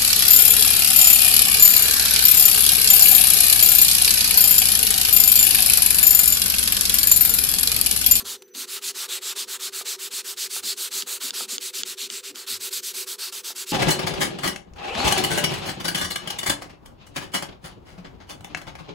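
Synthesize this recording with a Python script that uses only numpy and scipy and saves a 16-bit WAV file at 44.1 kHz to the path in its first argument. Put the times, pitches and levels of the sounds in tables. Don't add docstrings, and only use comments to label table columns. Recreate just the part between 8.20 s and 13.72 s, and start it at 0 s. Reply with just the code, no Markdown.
import sys
import numpy as np
from scipy import signal
from scipy.io import wavfile
from scipy.ndimage import uniform_filter1d

SR = 44100
rng = np.random.default_rng(int(sys.argv[2]) if len(sys.argv) > 2 else 0)


def bounce(signal):
    frames = np.transpose(np.atleast_2d(signal))
    limited = np.clip(frames, -1, 1)
    pcm = np.round(limited * 32767).astype(np.int16)
    wavfile.write(sys.argv[1], SR, pcm)


def voltage_ratio(decibels):
    exponent = np.asarray(decibels, float) / 20
    return 10 ** exponent


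N = 243431


def evened(x):
    return x / np.sqrt(np.mean(x ** 2) + 1e-20)


def read(points, hz):
    f, value = np.transpose(points)
    return np.interp(np.log(hz + 1), np.log(f + 1), value)


def hump(hz, centre_hz, log_width):
    return np.exp(-(np.log((hz + 1) / centre_hz) / log_width) ** 2)


def add(mix, start_s, sound):
    part = mix[:, round(start_s * SR):][:, :sound.shape[-1]]
    part += sound[..., :part.shape[1]]


def decay(t, t60_s, rise_s):
    return voltage_ratio(-60 * t / t60_s) * (1 - np.exp(-t / rise_s))


def ring(hz, t60_s, rise_s, count=3000):
    t = np.arange(count) / SR
    return decay(t, t60_s, rise_s) * np.sin(2 * np.pi * hz * t)


def band(x, low_hz, high_hz):
    return evened(signal.lfilter(*signal.butter(2, [low_hz, high_hz], "bandpass", fs=SR), x))


def ports(pair, field_db, size=256):
    # frequency in Hz, left-right likeness (0-1).
    likeness = [(60, 1), (400, 0.98), (1500, 0.99), (2200, 0.97), (7000, 0.95), (8200, 0.9), (15000, 0.95)]
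    # frequency in Hz, left minus right in dB.
    balance = [(60, 2), (1500, -1), (2200, -0.5), (7000, 1.5), (8200, -2), (12000, -4), (15000, -2.5)]
    hz, _, z = signal.stft(pair, SR, nperseg=size, noverlap=size * 3 // 4)
    apart = np.sqrt((1 - np.clip(read(likeness, hz), 0, 1)) / 2)[:, None]
    mid = np.sqrt(1 - apart ** 2) * z[0]
    side = apart * z[1]
    lean = voltage_ratio(read(balance, hz) / 2)[:, None]
    z = np.array([(mid + side) * lean, (mid - side) / lean]) * voltage_ratio(field_db(hz[:, None], z.shape[2]))
    return signal.istft(z, SR, nperseg=size, noverlap=size * 3 // 4)[1][:, :N]


def held(t):
    # time in s, weight on the sheet in dB, tip contact in dB, bristle ringing in Hz,
    # its swing along a push (0-1).
    grip_curve = [(0.0, 9.5, 4.5, 3800, .02), (0.11, 3, -1, 3960, .02), (0.4, -0.5, -1.5, 4200, 0),
                  (0.68, 3, 2, 3980, 0.14), (0.95, 4.5, 0.5, 4100, 0.02), (1.4, 2.5, 0, 3980, 0.16),
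                  (2.0, 2, 0, 4440, 0), (2.3, 1.2, 2.5, 4250, 0.1), (3.05, 4, 2, 4070, 0),
                  (3.35, 0.5, -1, 4250, 0.12), (3.7, -1, -2, 4100, 0.04), (4.1, -2, -8.5, 4400, 0.03),
                  (4.2, 0, -8.5, 4150, 0.2), (4.32, 1, 2.5, 4170, 0.12), (4.62, -2.5, 2.3, 4480, 0.1),
                  (4.8, 1.5, 1.5, 4370, 0.02), (5.17, 0.7, -1, 4550, 0), (5.5, 0.5, -.2, 4600, 0.2)]
    s, *columns = np.transpose(grip_curve)
    return [np.interp(t, s, c) for c in columns]


def motion():
    # start in s, end in s, bristle pressure in dB,
    # lean to the end in dB.
    pushes = [(-0.085, 0.033, -31.0, -10.5), (0.336, 0.459, -32, 9.5), (0.612, 0.721, -27.5, 9),
              (0.879, 0.995, -28, 4), (1.151, 1.254, -26.5, 0), (1.389, 1.5, -29, 7.5),
              (1.645, 1.766, -28, 2), (1.904, 2.022, -27, 6.5), (2.163, 2.28, -27.5, 4.5),
              (2.423, 2.546, -26, 6), (2.705, 2.839, -26.5, 4), (2.999, 3.112, -28, 1.5),
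              (3.277, 3.376, -29, 3.5), (3.528, 3.631, -27.5, 1.5), (3.768, 3.881, -29, 3.5),
              (4.027, 4.121, -34, 2), (4.263, 4.384, -28.5, -1), (4.501, 4.608, -29.5, 9),
              (4.731, 4.852, -30, 2.5), (4.979, 5.109, -31.5, 0), (5.232, 5.335, -32, 1),
              (5.458, 5.56, -30, 10)]
    # start in s, end in s, bristle pressure in dB, lean to the end in dB.
    pulls = [(0.043, 0.171, -30.5, -1.5), (0.469, 0.598, -31, 7.5), (0.739, 0.872, -29, 6),
             (1.009, 1.139, -28.5, 9.5), (1.27, 1.377, -31, 8.5), (1.518, 1.635, -31, 2.5),
             (1.781, 1.892, -32, 7), (2.037, 2.148, -32.0, 4.5), (2.292, 2.411, -29, 6.5),
             (2.562, 2.694, -28, 3.5), (2.86, 2.988, -30.5, 0), (3.128, 3.263, -27.5, 2),
             (3.4, 3.513, -29, 2.5), (3.648, 3.752, -31.5, 1.5), (3.889, 4.013, -32, 4.5),
             (4.142, 4.262, -37, -4), (4.394, 4.499, -31, 8), (4.622, 4.73, -31, 2),
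             (4.861, 4.963, -32.5, 0.5), (5.116, 5.22, -33, 0), (5.348, 5.451, -31.5, 3)]
    # time in s, level in dB, length in s.
    touches = [
        (.2215, -40, 0.0059),
        (0.207, -69, .02),
        (0.278, -61, 0.023),
        (1.17, -63, .012),
        (3.628, -51, 0.0014),
        (4.527, -35.5, 0.018),
        (5.124, -39, 0.0076),
    ]
    usual_db = -30
    sheet_follows, tips_follow = 0.017, 0.12
    flip_after_s, flip_s, creep_db = 0.0095, 0.001, -3
    bite_db, bite_s = 2, 0.013

    t = np.arange(N) / SR
    rows = np.array(sorted(pushes + pulls))
    which = np.clip(np.searchsorted(rows[:, 0], t) - 1, 0, len(rows) - 1)
    start, end, db, lean_db = rows[which].T
    u = np.clip((t - start) / (end - start), 0, 1)
    speed = abs(np.sin(np.pi * u)) * (u < 1)
    gain = voltage_ratio(db + lean_db * (u - 0.5)) * speed ** (0.57 + 0.16 * u)

    since = t - start - flip_after_s
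    flipped = 1 / (1 + np.exp(-np.clip(since / flip_s, -50, 50)))
    gain = gain * voltage_ratio(creep_db * (1 - flipped) + bite_db * flipped * np.exp(-abs(since) / bite_s))
    for touch_s, touch_db, length_s in touches:
        gain += voltage_ratio(touch_db) * (t > touch_s) * np.exp(-(abs(t - touch_s) / length_s) ** 3)

    weight_db, contact_db, _, _ = held((rows[:, 0] + rows[:, 1]) / 2)
    extra_db = rows[:, 2] - usual_db
    board_db = weight_db - (1 - sheet_follows) * extra_db
    tips_db = contact_db - (1 - tips_follow) * extra_db
    place = (2 * (which % 2) - 1) * np.cos(np.pi * u)
    return speed, gain, board_db[which], tips_db[which], which, place


def brush():
    # frequency in Hz, level in dB per Hz.
    scrub_colour = [(290, -48), (500, -14.5), (613, -39), (819, -14.5), (906, -17), (1360, -8),
                    (2040, -12.5), (3750, -3), (4660, -2.5), (5310, -3.5), (7860, 0), (9490, -4.5),
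                    (12100, -5), (15100, -9.5), (16000, -70.5)]
    speed, gain, board_db, tips_db, which, place = motion()
    slips = (rng.random((N, 2)) < 14000 / SR) * rng.standard_normal((N, 2))
    slips = slips * voltage_ratio(2.7 * np.minimum(rng.exponential(1, (N, 1)), 2.5))
    tufts = evened(uniform_filter1d(rng.standard_normal(N), size=60))
    drive = (evened(slips) + 1.9 * rng.standard_normal((N, 2))).T * voltage_ratio(0.18 * tufts)
    grip = evened(uniform_filter1d(rng.standard_normal((which[-1] + 1, 129)), size=5, axis=1))

    def field(hz, frames):
        at = np.clip(np.arange(frames) * 64, 0, N - 1)
        patches = uniform_filter1d(rng.standard_normal((frames, len(hz))).T, size=4, axis=0)
        patches = evened(uniform_filter1d(patches, size=16, axis=1))
        low = 1 / (1 + (hz / 2300) ** 4)
        high = 1 / (1 + (8000 / (hz + 1)) ** 4)

        fast = speed[at] - 0.8
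        bent = 1.34 * fast * (1 - low) * (1 - high)
        bent = bent - 8.1 * fast * low
        bent = bent + 5.0 * fast * high
        bent = bent + 0.34 * (1 - low) * np.tanh(np.gradient(speed[at]) * 30)
        bent = bent + 0.3 * (-0.5 - tips_db[at]) * hump(hz, 7400, 0.077)

        stroke = low * board_db[at] + high * tips_db[at]
        stroke = stroke + 1.1 * grip[which[at]].T

        weight_db, _, ring_hz, swing = held(at / SR)
        ring_hz = ring_hz * (1 + swing * place[at])
        pull = which[at] % 2
        ring_db = np.where(pull, 3.7, 4.5)
        under_db = np.where(pull, 4, 4.5) - 0.48 * weight_db
        bent = bent + ring_db * hump(hz, ring_hz, 0.25)
        bent = bent + under_db * hump(hz, 2500, 0.28)
        bent = bent + 0.85 * (weight_db - 2.0) / (1 + (hz / 1100) ** 6)
        return read(scrub_colour, np.minimum(hz, 15000)) + stroke + bent + 1.2 * patches

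    return evened(ports(drive, field)) * gain


def fuzzy_tone(hz, width_hz, db):
    t = np.arange(N) / SR
    r = np.exp(-np.pi * width_hz / SR)
    z = rng.standard_normal((2, N)) + 1j * rng.standard_normal((2, N))
    for _ in range(2):
        z = signal.lfilter([1 - r], [1, -r], z)
    z = z[0] + 0.044 * np.array([z[1], -z[1]])
    return voltage_ratio(db) * evened((z * np.exp(2j * np.pi * hz * t)).real)


def room_air():
    # frequency in Hz, level in dB per Hz.
    air_colour = [(40, -46), (90, -48), (160, -34), (195, -3.5), (320, -9), (540, -23), (620, -39),
                  (1500, -12.5), (5500, -31), (10000, -54), (14000, -22), (16000, -37)]
    noise = rng.standard_normal((N, 2)).T
    air = ports(noise, lambda hz, frames: read(air_colour, hz), size=2048)
    return voltage_ratio(-65.5) * evened(air)


def fan():
    # frequency in Hz, width in Hz, level in dB rms.
    duct_modes = [
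        (377.2, 30, -55),
        (402.4, 27.4, -57),
        (488, 40, -62),
        (89, 30, -83.5),
    ]
    return sum(fuzzy_tone(*row) for row in duct_modes)


def electronics():
    # time in s, level in dB rms.
    load_curve = [
        (0, -71),
        (2.4, -67),
        (3.4, -64),
        (4.3, -65),
        (5.5, -68),
    ]
    s, db = np.transpose(load_curve)
    return fuzzy_tone(15321, 5, np.interp(np.arange(N) / SR, s, db))


def coil():
    # frequency in Hz, width in Hz, level in dB rms.
    coil_tones = [
        (6013, 35, -62),
        (12015, 35, -72),
    ]
    end_s = 0.4
    fading = np.clip((end_s - np.arange(N) / SR) * 20, 0, 1)
    return fading * sum(fuzzy_tone(*row) for row in coil_tones)


def bumps():
    # time in s, peak in dB, pitch in Hz.
    hand_bumps = [(0.021, -51.5, 226), (0.082, -55, 230), (0.348, -46.5, 278), (0.419, -65, 194),
                  (0.669, -56, 248), (1.16, -54.5, 288), (1.461, -68.5, 218), (1.915, -59, 224),
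                  (2.353, -57, 259), (2.434, -48, 234), (2.744, -53.5, 245), (2.822, -55.5, 208),
                  (3.034, -48, 252), (3.111, -58, 210), (3.21, -50, 226), (3.32, -49.5, 245),
                  (3.451, -74, 312), (3.586, -50, 233), (3.678, -64, 205), (3.819, -55.5, 223),
                  (3.905, -54, 208), (4.099, -48.5, 300), (4.301, -52, 196), (4.4, -55.5, 307),
                  (4.579, -55, 248), (4.748, -58, 221), (5.298, -52.5, 318)]
    out = np.zeros((2, N))
    t = np.arange(9000) / SR
    for s, db, hz in hand_bumps:
        shake = rng.standard_normal((2, 9000))
        rumble = band(shake, 0.81 * hz, 1.27 * hz)
        rumble = rumble[0] + 0.1 * rumble[1] * [[1], [-1]]
        add(out, s, voltage_ratio(db + 0.5) * rumble * decay(t, 0.3, 0.0012))
        tap = band(shake[1], 0.89 * hz, 2.9 * hz)
        add(out, s, voltage_ratio(db - 4) * tap * decay(t, 0.094, 0.0016))
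    return out


def shudders():
    # time in s, peak in dB, pitch in Hz.
    bed_shudders = [
        (0.033, -55, 83.4),
        (1.176, -71, 86),
        (1.421, -80, 75.4),
        (2.372, -68, 102),
        (3.027, -75.5, 129),
        (4.092, -73, 114),
        (4.305, -56, 100),
        (4.538, -67, 118),
        (4.733, -73, 64.6),
    ]
    out = np.zeros((2, N))
    for s, db, hz in bed_shudders:
        add(out, s, voltage_ratio(db + 3.0) * ring(hz, 0.33, 0.013, count=14000) * [[0.75], [1.0]])
    return out


def flicks():
    # time in s, peak in dB, pitch in Hz.
    cutout_flicks = [(0.049, -54, 1160), (1.159, -49, 1230), (1.612, -36, 1195), (2.364, -36.5, 1310),
                     (2.434, -46, 1290), (2.865, -49, 1280), (3.135, -46, 1400), (3.207, -31.5, 1277),
                     (4.751, -51, 1040), (5.128, -47, 1360), (5.305, -38.5, 1300)]
    out = np.zeros((2, N))
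    for s, db, hz in cutout_flicks:
        flick = ring(hz, 0.03, 0.00026)
        flick = flick + 2.13 * ring(0.66 * hz, 0.0089, 0.00049)
        flick = flick + 0.58 * ring(0.5 * hz, 0.0095, 0.0011)
        flick = flick + 0.5 * ring(0.394 * hz, 0.028, 0.0025)
        flick = flick + 0.044 * ring(0.201 * hz, 0.023, 0.0066)
        add(out, s, voltage_ratio(db + 4.0) * flick)
    return out


def snaps():
    # time in s, peak in dB, left minus right in dB, thud relative to it in dB.
    handle_snaps = [(0.083, -39, -2, -23), (0.349, -23.5, 2, -22), (0.5702, -40, -12, -17),
                    (0.8015, -53, -1, -26), (1.0331, -34, 14, -18), (1.2853, -33, 0.0, -22),
                    (1.8194, -40, 2, -26), (2.0827, -44, 0.0, -17), (2.3294, -38, 4, -23),
                    (2.575, -34, 9, -19), (2.8223, -14.5, -4, -14), (3.106, -11, 0, -17),
                    (3.3806, -11.5, 0.5, -12), (3.6332, -9, -1, -15), (3.9006, -15, 3, -17),
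                    (4.157, -24, -8, -24)]
    # frequency in Hz, level in dB, T60 in s.
    handle_modes = [
        (1430, -22, .012),
        (2600, -7, .004),
        (3450, -1, .006),
        (4420, 0, .0045),
        (5300, -2, .003),
        (6840, 0, .0035),
        (9200, -8, .002),
        (13000, -12, .0015),
    ]
    out = np.zeros((2, N))
    for s, db, pan_db, thud_db in handle_snaps:
        a, b = rng.random(2)
        snap = np.zeros(3000)
        for k, (hz, mode_db, t60_s) in enumerate(handle_modes):
            snap += (-1) ** k * voltage_ratio(mode_db) * ring(hz * (0.795 + 0.26 * a), t60_s, 0.0001)
        snap = snap + 0.4 * np.roll(snap, 27) + 0.25 * np.roll(snap, 61)
        snap = snap / abs(snap).max() * voltage_ratio(np.array([[pan_db], [-pan_db]]) / 2)
        late = np.roll(snap[1], 2)
        add(out, s + 0.00053, voltage_ratio(db) * np.array([snap[0], late]))

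        thud = ring(260 + 120 * b, 0.043, 0.0092)
        thud = thud + 0.43 * ring(700 + 300 * a, 0.031, 0.00074)
        thud = thud + 0.5 * ring(1320, 0.027, 0.00017)
        add(out, s, voltage_ratio(-15.5 + thud_db) * thud * [[1.0], [-0.6]])
    return out


def knocks():
    no_bass = signal.butter(2, 170, "highpass", fs=SR, output="sos")
    return bumps() + shudders() + signal.sosfilt(no_bass, flicks() + snaps())


def workshop(x):
    t60_s, dull_hz = 0.19, 11000
    low_t60_s, low_hz = 0.24, 1400
    t = np.arange(12000) / SR
    taps = np.zeros((2, 12000))
    at = np.arange(150, 11980, 20) + rng.integers(0, 20, (2, 592))
    np.put_along_axis(taps, at, rng.choice([-1., 1.], at.shape), 1)
    bright = signal.lfilter(*signal.butter(1, dull_hz, fs=SR), taps[0] * voltage_ratio(-60 * t / t60_s))
    low = signal.lfilter(*signal.butter(4, low_hz, fs=SR), taps * voltage_ratio(-60 * t / low_t60_s))
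    tail = bright + 2.03 * (low[0] + 0.12 * np.array([low[1], -low[1]]))
    return signal.fftconvolve(x.mean(0)[None], tail / np.linalg.norm(tail[0]), axes=1)[:, :N]


def scene():
    work = brush() + knocks()
    machines = room_air() + fan() + electronics() + coil()
    return work + voltage_ratio(-18) * workshop(work) + machines


def top_cut(x):
    return signal.sosfilt(signal.butter(12, 16530, fs=SR, output="sos"), x)


def record(dry):
    dry = signal.sosfilt(signal.butter(3, 70, "highpass", fs=SR, output="sos"), dry)
    edge = signal.firwin(1023, 15740, window=("kaiser", 9), fs=SR)
    return top_cut(signal.oaconvolve(dry, edge[None], "same"))


dry = scene()
out = record(dry)
bounce(out)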